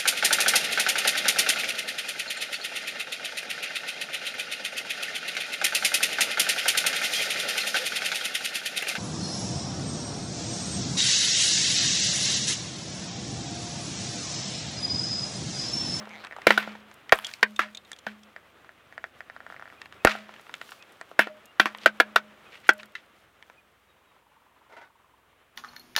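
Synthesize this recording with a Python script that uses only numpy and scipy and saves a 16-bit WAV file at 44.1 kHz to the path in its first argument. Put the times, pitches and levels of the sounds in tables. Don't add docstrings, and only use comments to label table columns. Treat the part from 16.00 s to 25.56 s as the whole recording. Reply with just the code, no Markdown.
import sys
import numpy as np
from scipy import signal
from scipy.fft import rfft, irfft
from scipy.io import wavfile
from scipy.ndimage import uniform_filter1d

SR = 44100
rng = np.random.default_rng(int(sys.argv[2]) if len(sys.argv) > 2 else 0)


def bounce(signal):
    frames = np.transpose(np.atleast_2d(signal))
    limited = np.clip(frames, -1, 1)
    pcm = np.round(limited * 32767).astype(np.int16)
    wavfile.write(sys.argv[1], SR, pcm)


def natural_amplitude(level_db):
    exponent = np.asarray(level_db, float) / 20
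    return 10 ** exponent


N = 421596
T = np.arange(N) / SR


def band(x, lo_hz, hi_hz):
    return signal.sosfilt(signal.butter(2, [lo_hz, hi_hz], "bandpass", fs=SR, output="sos"), x)


def unit(x):
    return x / np.sqrt(np.mean(x ** 2))


def top(x):
    return x / np.max(np.abs(x))


def curves(table):
    s, *columns = np.transpose(table)
    return [np.interp(T, s, c) for c in columns]


def coloured(points):
    hz, db = np.transpose(points)
    f = np.maximum(np.arange(N // 2 + 1) * SR / N, 1)
    shape = natural_amplitude(np.interp(np.log(f), np.log(hz), db))
    return unit(irfft(rfft(rng.standard_normal(N)) * shape, N))


def walk(rate):
    k = int(SR / rate)
    held = np.repeat(rng.standard_normal(N // k + 1), k)
    return unit(uniform_filter1d(uniform_filter1d(held, k), k)[:N])


def swell(span):
    return np.sin(np.pi * np.clip((T - span[0]) / (span[1] - span[0]), 0, 1))


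def ring(x, hz, t60):
    pole = np.exp(2j * np.pi * hz / SR - np.log(1000) / (t60 * SR))
    return signal.lfilter([1], [1, -pole], x).imag


def ragged(count, ms, lump=32, lump_db=5.0, rise_ms=1.0):
    t = T[:8192]
    lumps = natural_amplitude(lump_db * rng.standard_normal((count, len(t) // lump))).repeat(lump, axis=1)
    envelope = (1 - np.exp(-t / (rise_ms / 1000))) * np.exp(-t / (ms / 1000))
    return rng.standard_normal((count, len(t))) * lumps * envelope


def add(out, s, x):
    i = int(s * SR)
    out[i:i + len(x)] += x[:N - i]


# t/s, level/dB, ring centre f/Hz, thud level/dB re the ring, crumpling decay/ms
CRACKS = [(0.468, 2.5, 1701, -2.5, 18), (0.505, -1.5, 1722, -5, 27), (0.576, -6, 1426, -11, 41),
          (0.674, -23, 1436, 8, 25.5), (1.122, 2, 1503, 1, 9), (1.428, 1, 1612, -10, 4.5),
          (1.591, -5, 1353, -16.5, 26.5), (2.066, -18, 1510, -5.5, 29), (4.048, 1.5, 1285, 3.5, 8.7),
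          (4.071, -3.5, 1543, -11, 47), (5.191, 1, 1529, -10, 20), (5.269, -24, 1300, 0, 17),
          (5.597, 0.5, 1590, -8.5, 19), (5.656, -5.5, 1137, -17, 17.34), (5.859, 2.5, 1455, -11.5, 9),
          (6, 1, 1636, -11, 9), (6.159, 1, 1497, -15.5, 10), (6.69, 3, 1560, -12.5, 6.2),
          (6.952, -23, 2000, -37.5, 22)]
# t/s, level/dB, note f/Hz, snap level/dB re the note
TICKS = [(0.054, -35.5, 1470, -34), (0.072, -30.5, 850, -22), (0.092, -39, 1900, 5), (0.24, -33, 1690, -27),
         (0.248, -27, 1510, -21), (0.269, -29.5, 1680, -27), (0.364, -28, 780, -10), (0.385, -31, 930, -17),
         (0.417, -31.5, 1900, -29.5), (0.717, -48, 2880, -12), (0.752, -32, 850, -35),
         (0.913, -35.5, 1520, -5), (1.094, -23.5, 2060, -29), (1.245, -19.5, 3330, -9),
         (1.267, -24, 3280, 5), (1.29, -41, 2380, -1), (1.313, -34, 2330, -4), (1.337, -22, 2405, -2),
         (1.561, -30.5, 3660, -6), (1.748, -30, 3630, -14), (1.771, -29.5, 3640, -17),
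         (1.849, -45, 3680, -15), (1.916, -26, 1850, 4), (1.93, -29, 3410, -9), (1.963, -40, 2470, -3),
         (1.987, -36.5, 3300, -2), (2.232, -43, 3160, 0.5), (3.816, -24.5, 1907, -27),
         (3.857, -30, 1660, -36), (3.924, -31, 1710, -14), (4.152, -23.5, 890, -28),
         (4.186, -35, 1790, -12), (4.291, -32, 1200, -37.5), (4.395, -34.5, 1296, -21),
         (4.466, -39.5, 1440, -25), (4.494, -32.5, 1190, -26), (4.512, -45, 2860, -11),
         (4.54, -19.5, 2350, -33), (4.613, -24, 1110, -32), (4.691, -35, 1580, -18),
         (4.719, -30, 1180, -30), (4.824, -35, 2520, -13), (5.012, -25.5, 1100, -7),
         (5.114, -31.5, 766, -36), (5.748, -23, 1460, -38), (5.784, -32.5, 2830, -27),
         (6.799, -36, 1750, -22.5), (6.831, -29, 1900, -11), (7.425, -33.5, 1726, -25),
         (7.498, -34, 1114, -41)]
# t/s, level/dB
SLIPS = [(0.311, -29), (0.324, -28), (0.33, -31), (0.337, -38), (2.363, -26.5), (2.646, -39),
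         (2.692, -32.5), (2.925, -34.5), (2.979, -22.5), (3.041, -19), (3.206, -25), (3.299, -27),
         (3.364, -28.5), (3.404, -30), (3.465, -28), (3.501, -28.5), (3.524, -29.5), (3.543, -33),
         (3.564, -32), (3.596, -30.5), (3.613, -35), (3.624, -27.5), (3.656, -33.5), (3.667, -40),
         (3.677, -34), (3.701, -36), (3.725, -37.5)]
# t/s, level/dB
SPATTERS = [(.94, -43.5), (1.179, -40.5), (4.411, -45), (4.706, -39.5), (4.921, -49), (5.456, -41),
            (5.773, -41), (6.67, -47.5), (6.68, -37), (6.733, -39), (6.779, -45.5), (6.856, -44.5)]
# t/s, level/dB
KNOCKS = [(8.694, -47), (8.722, -39.5), (8.765, -37), (8.812, -40)]
ECHO_T60_S, ECHO_DB = 0.081, -17


def cans():
    out = np.zeros(N)
    events = [(CRACKS, buckle), (TICKS, tick), (SLIPS, slip), (SPATTERS, spatter), (KNOCKS, knock)]
    for table, sound in events:
        for s, db, *colour in table:
            add(out, s, natural_amplitude(db) * sound(*colour))
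    t = T[:SR // 2]
    decay = np.exp(-np.log(1000) * t / ECHO_T60_S) * (1 - np.exp(-t / 0.00017))
    tail = band(rng.standard_normal(len(t)), 330, 3100) * decay
    echo = signal.fftconvolve(out, tail / np.linalg.norm(tail))[:N]
    return band(out + natural_amplitude(ECHO_DB) * echo, 120, 19845)


# f/Hz, level/dB, t60/s
WALL_MODES = [(1300, -5, .018), (1460, 0, .025), (1620, 0, .018), (1900, -1, .016), (2150, -3, .014),
              (2470, -5, .012), (2800, -6, .012), (3200, -7, .01), (3700, -8, .009), (4400, -10, .008),
              (5500, -12, .006)]
BUCKLE_MS, BUCKLE_RISE_MS, PANEL_T60_S = 2, 2.2, 0.025
CRUMPLE_DB = -15
SNAP_DB, SNAP_PER_THUD = -23.5, 0.05
WET_DAMPING = .8


def buckle(centre_hz, thud_db, crumple_ms):
    yields = ragged(count=3, ms=BUCKLE_MS, rise_ms=BUCKLE_RISE_MS)
    wall = np.zeros(8192)
    for hz, db, t60 in WALL_MODES:
        octaves = np.log2(hz / centre_hz)
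        reach_db = 30 * octaves if octaves < 0 else -6 * octaves
        detune = 1 + 0.06 * rng.standard_normal()
        wall += natural_amplitude(db + reach_db) * top(ring(yields[0], hz * detune, t60))
    choke = natural_amplitude(-WET_DAMPING * max(thud_db + 9, 0))
    wall += 1.4 * choke * top(ring(yields[0], centre_hz, PANEL_T60_S))

    after = ragged(count=2, ms=crumple_ms, lump=64, lump_db=3, rise_ms=4)
    crumple = 0.86 * top(band(after[0], .85 * centre_hz, 1.8 * centre_hz))
    crumple += 0.45 * top(band(after[1], 370, 4000))

    thud = band(yields[1], .23 * centre_hz, 0.61 * centre_hz)
    late_snaps = natural_amplitude(CRUMPLE_DB) * after[1] * np.exp(-T[:8192] / 0.041)
    snap = band(yields[2] + late_snaps, 4600, 14000)
    snap_db = SNAP_DB + SNAP_PER_THUD * thud_db
    crack = top(band(wall, 0.85 * centre_hz, 5600)) + natural_amplitude(thud_db) * top(thud) + natural_amplitude(snap_db) * top(snap)
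    return top(crack) + natural_amplitude(CRUMPLE_DB) * crumple


# multiple of its note, level/dB
LID_NOTES = [(.7, -9.5), (1.12, -7.5), (1.8, -10.5), (2.1, -14.5)]
DENT_MS, LID_MS = 4.6, 18
CHATTER_MS = 2.5


def tick(note_hz, snap_db):
    lid = note_hz > 3000
    yields = ragged(count=3, ms=CHATTER_MS if lid else 1.3)
    ring_ms = (LID_MS if lid else DENT_MS) * natural_amplitude(2 * rng.standard_normal())
    note = top(band(ring(yields[0], note_hz, ring_ms / 1000), note_hz / 2, note_hz * 2))
    if lid:
        for k, db in LID_NOTES:
            note += natural_amplitude(db) * top(ring(yields[2], k * note_hz, ring_ms / 2000))
    rustle = top(band(yields[1], note_hz / 1.6, note_hz * 1.8)) * 6 / ring_ms
    body = top(band(yields[1], 320, 1300)) * 300 / note_hz
    snap = top(band(band(yields[2], 2000, 9000), 2000, 9000))
    return top(note + rustle + body + natural_amplitude(snap_db) * snap)


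SLIP_HZ = 1660


def slip():
    t = T[:512]
    note_hz = SLIP_HZ * (1 + 0.152 * rng.standard_normal())
    release = top(np.sin(2 * np.pi * note_hz * t - 1.9) * (t / .0003) ** 2 * np.exp(-t / .0003))
    edge = top(band(rng.standard_normal(len(t)) * np.exp(-t / .0012), 2500, 4900))
    swing = top(np.sin(2 * np.pi * 600 * t) * t * np.exp(-t / 0.00097))
    return 0.19 * swing - release + natural_amplitude(-17.0) * edge


def spatter():
    return top(band(ragged(count=1, ms=2.6)[0], 4600 * natural_amplitude(rng.standard_normal()), 14000))


# f/Hz, level/dB, t60/s
KNOCK_RINGS = [(950, 0, .05), (1485, -2, .12), (2050, -2, .03)]
KNOCK_MS = 28


def knock():
    rub = ragged(count=1, ms=KNOCK_MS, lump_db=2.5)[0]
    metal = sum(natural_amplitude(db) * top(ring(rub, hz, t60)) for hz, db, t60 in KNOCK_RINGS)
    blow = top(band(rub, 335, 1820)) + natural_amplitude(-25) * top(band(rub, 2000, 3560))
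    return top(blow + natural_amplitude(-7.5) * metal)


# f/Hz, level/dB, t60/s
TYRE_AIR = [(211.5, 0, .6), (415, -16, .25)]
# t/s, tyre air level/dB, wheel level/dB
JOLTS = [(0, -41, -46.5), (0.467, -25.5, -55.5), (0.674, -42, -57), (1.122, -50.5, -59), (1.429, -37, -47),
         (1.593, -41, -45.5), (2.066, -40.5, -62), (4.053, -32.5, -44), (5.19, -39, -46.5),
         (5.273, -52, -44.5), (5.6, -39, -45), (5.86, -44, -58), (6, -42.5, -45), (6.159, -44, -39.5),
         (6.691, -42.5, -42.5)]
WHEEL_HZ, WHEEL_T60_S = 615, .46


def tyre():
    air, wheel, push = np.zeros(N), np.zeros(N), np.hanning(40) / 20
    for s, air_db, wheel_db in JOLTS:
        add(air, s, natural_amplitude(air_db) * push)
        add(wheel, s, natural_amplitude(wheel_db) * push)
    air_rings = sum(natural_amplitude(db) * ring(air, hz, t60) for hz, db, t60 in TYRE_AIR) * natural_amplitude(2.5 * walk(20))
    wheel_ring = ring(wheel, WHEEL_HZ, WHEEL_T60_S) * natural_amplitude(4 * walk(40))
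    return band(air_rings + wheel_ring, 120, 2000)


# t/s, air thump level/dB, its low edge f/Hz, spray level/dB, spray decay/ms
BURSTS = [(0.47, -20.5, 130, -37, 130), (1.124, -26.5, 30.33, -36.5, 93), (4.049, -16.5, 25, -49, 400)]
# f/Hz, level/dB, t60/s
OPEN_CAN = [(643, -2, .5), (931, -3, .17), (1281, 2, .35), (1560, 0, .3), (2200, 0, .2)]
OPEN_CAN_DB = -16
TEAR_DB, TEAR_S = 9.5, 0.0012


def bursts():
    out, t = np.zeros(N), T[:16384]
    for s, thump_db, low_hz, spray_db, ms in BURSTS:
        thump = top(band(band(np.exp(-t / 0.002), low_hz, 900), low_hz, 900))
        for hz, db, t60 in OPEN_CAN:
            thump = thump + natural_amplitude(OPEN_CAN_DB + db) * np.sin(2 * np.pi * hz * t) * 1000 ** (-t / t60)
        drop_sizes = natural_amplitude(4 * rng.exponential(size=len(t) // 128)).repeat(128)
        drops = drop_sizes * rng.standard_normal(len(t))
        thump = thump + natural_amplitude(TEAR_DB) * top(band(drops, 1700, 12000) * np.exp(-t / TEAR_S))
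        spurts = natural_amplitude(3.5 * rng.standard_normal(len(t) // 512)).repeat(512)
        bright = np.exp(-t / 0.1) * unit(band(drops * spurts, 4000, 13000))
        spray = (unit(band(drops, 700, 3000)) + 0.49 * bright) * np.exp(-t / (ms / 1000))
        add(out, s, natural_amplitude(thump_db) * thump + natural_amplitude(spray_db) * spray)
    return out


# t/s, length/s, pitch of the noise f/Hz, level/dB
ROUGH_SWELLS = [(0, 0.05, 1330, -43.5), (1.599, 0.052, 2150, -35), (4.084, 0.054, 2490, -31),
                (0.229, 0.054, 1550, -42), (1.271, 0.033, 2640, -43), (5.798, 0.065, 3530, -48),
                (6.495, 0.1, 2630, -49.5), (6.627, 0.071, 2650, -49), (6.785, 0.032, 2487, -46)]


def rough_swells():
    out = np.zeros(N)
    for s, length, hz, db in ROUGH_SWELLS:
        n = int(length * SR)
        lumps = natural_amplitude(5 * rng.standard_normal(256)).repeat(48)[:n]
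        rough = unit(band(lumps * rng.standard_normal(n), hz / 2.1, hz * 1.2))
        add(out, s, natural_amplitude(db) * np.hanning(n) ** .5 * rough)
    return out


# t/s, slips per second, moving ring f/Hz
CREAK = [(.09, 165, 2900), (.155, 172, 3600), (.18, 135, 3900), (.21, 155, 3950), (.245, 260, 4300)]
CREAK_START_S, CREAK_END_S, CREAK_ATTACK_S, CREAK_DB = .09, .245, .015, -40


def creak():
    rate, hz = curves(CREAK)
    since_slip = np.cumsum(rate * (1 + 0.046 * walk(110))) / SR % 1 / rate

    def pulse(ring_hz, ms):
        return np.exp(-since_slip / (ms / 1000)) * np.sin(2 * np.pi * ring_hz * since_slip)

    rings = swell((.11, .27)) * pulse(hz, .7) + .35 * swell((.09, .17)) * pulse(6100, .5)
    rings += swell((.03, .23)) * (1.7 * pulse(2200, 1.6) + 1.1 * pulse(900, .9))
    attack = np.clip((T - CREAK_START_S) / CREAK_ATTACK_S, 0, 1)
    return band(natural_amplitude(CREAK_DB + 1.6 * walk(120)) * rings * attack * (T < CREAK_END_S), 600, 7500)


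# f/Hz, relative level/dB per Hz
FOAM = [(1500, -7), (3000, 6.5), (6000, -1), (10000, -6), (15500, -7), (16200, -29.5)]
# t/s, level/dB
FIZZ = [(0, -70), (.45, -74), (.5, -59.5), (.75, -75), (1.1, -72), (1.14, -58.5), (1.3, -56), (1.4, -62),
        (1.71, -69), (2.84, -75), (4.03, -68.5), (4.06, -55), (4.128, -53), (4.136, -65), (4.3, -73),
        (4.7, -58.5), (4.84, -69), (5.47, -73), (5.79, -68), (6.22, -73.5), (6.47, -71), (6.55, -65),
        (6.71, -65.5), (6.82, -62.5), (6.89, -78), (7.1, -74), (9.56, -98)]


def foam():
    grains = natural_amplitude(2.2 * rng.exponential(size=N // 64)).repeat(64)
    crackle = unit(coloured(FOAM) * np.resize(grains, N)) * natural_amplitude(2.5 * walk(30))
    fizz_db, = curves(FIZZ)
    return natural_amplitude(fizz_db) * crackle


# f/Hz, relative level/dB per Hz
STREET = [(59, -42), (110, -12), (433, -8), (547, -7), (705, -8), (1010, -10.5), (1170, -6), (3190, -14.5),
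          (3780, -19.5), (4570, -28.5), (16000, -43.5)]
# t/s, level/dB
LOAD = [(0.0, -47.5), (0.32, -54.5), (0.53, -45.5), (0.88, -55.5), (1.14, -56), (1.3, -57), (1.73, -59),
        (2.9, -58.5), (4.13, -55), (5.56, -57.5), (5.8, -52), (6.26, -55.5), (6.73, -56.5), (7.03, -59),
        (8.02, -65), (9.56, -64)]


def street():
    load_db, = curves(LOAD)
    return natural_amplitude(load_db) * coloured(STREET) * natural_amplitude(1.2 * walk(40))


# t/s, shaft speed f/Hz, level/dB
ENGINE = [(0, 25.8, -72), (2.7, 23.7, -74), (3.95, 26.4, -67), (4.3, 24.3, -78), (6.5, 21.6, -77),
          (7.7, 20.2, -78), (8.65, 20, -79), (8.75, 21.3, -76), (9.2, 21, -77), (9.56, 19.9, -79)]
# multiple of the shaft speed, level/dB
ORDERS = [(3, -0.5), (4, -2), (5, -2), (7, -8), (10, -4)]


def engine():
    hz, db = curves(ENGINE)
    turns = np.cumsum(hz * (1 + 0.005 * walk(4))) / SR
    lines = sum(natural_amplitude(g_db + 2 * walk(6)) * np.sin(2 * np.pi * k * turns) for k, g_db in ORDERS)
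    rumble = unit(band(rng.standard_normal(N), 20, 350))
    return natural_amplitude(db) * (lines + natural_amplitude(-5.0) * rumble)


RATTLE_S, RATTLE_DB = (7.814, 9.42), -65


def rattle():
    hz = curves(ENGINE)[0]
    turns = np.cumsum(hz) / SR
    since_tap = (turns - np.interp(RATTLE_S[0], T, turns)) % 1 / hz
    envelope = (.06 + np.exp(-since_tap / .009)) * (1 - np.exp(-since_tap / .003))
    taps = unit(band(rng.standard_normal(N) * envelope, 846, 1120))
    return natural_amplitude(RATTLE_DB) * swell(RATTLE_S) ** .5 * taps


# t/s, length/s, start f/Hz, end f/Hz, level/dB
WHISTLES = [(0.426, 0.046, 2400, 2543, -50), (3.769, 0.029, 2440, 2480, -53),
            (3.99, 0.046, 2520, 2550, -53), (4.785, 0.062, 2490, 2540, -51),
            (5.449, 0.093, 2770, 2840, -57.5), (6.453, 0.036, 2470, 2550, -53.5),
            (7.565, 0.046, 2536, 2420, -55), (7.868, 0.082, 3860, 3700, -68),
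            (8.045, 0.11, 3880, 3660, -71.5), (8.777, 0.125, 3740, 3730, -70)]


def whistles():
    out = np.zeros(N)
    for s, length, from_hz, to_hz, db in WHISTLES:
        n = int(length * SR)
        turns = np.cumsum(np.linspace(from_hz, to_hz, n)) / SR
        add(out, s, natural_amplitude(db) * np.hanning(n) * np.sin(2 * np.pi * turns))
    return out


def scene():
    near = cans() + tyre() + bursts() + rough_swells() + creak() + foam()
    return (near + street() + engine() + rattle() + whistles())[None]


def low_pass(x):
    return signal.sosfilt(signal.butter(12, 16450, fs=SR, output="sos"), x)


def record(dry):
    hiss = natural_amplitude(-75.0) * rng.standard_normal(dry.shape)
    cut = signal.ellip(6, .2, 50, 16200, fs=SR, output="sos")
    mix = np.clip(signal.sosfilt(cut, dry + hiss), -1, 1)
    return low_pass(mix)


dry = scene()
out = record(dry)
bounce(out)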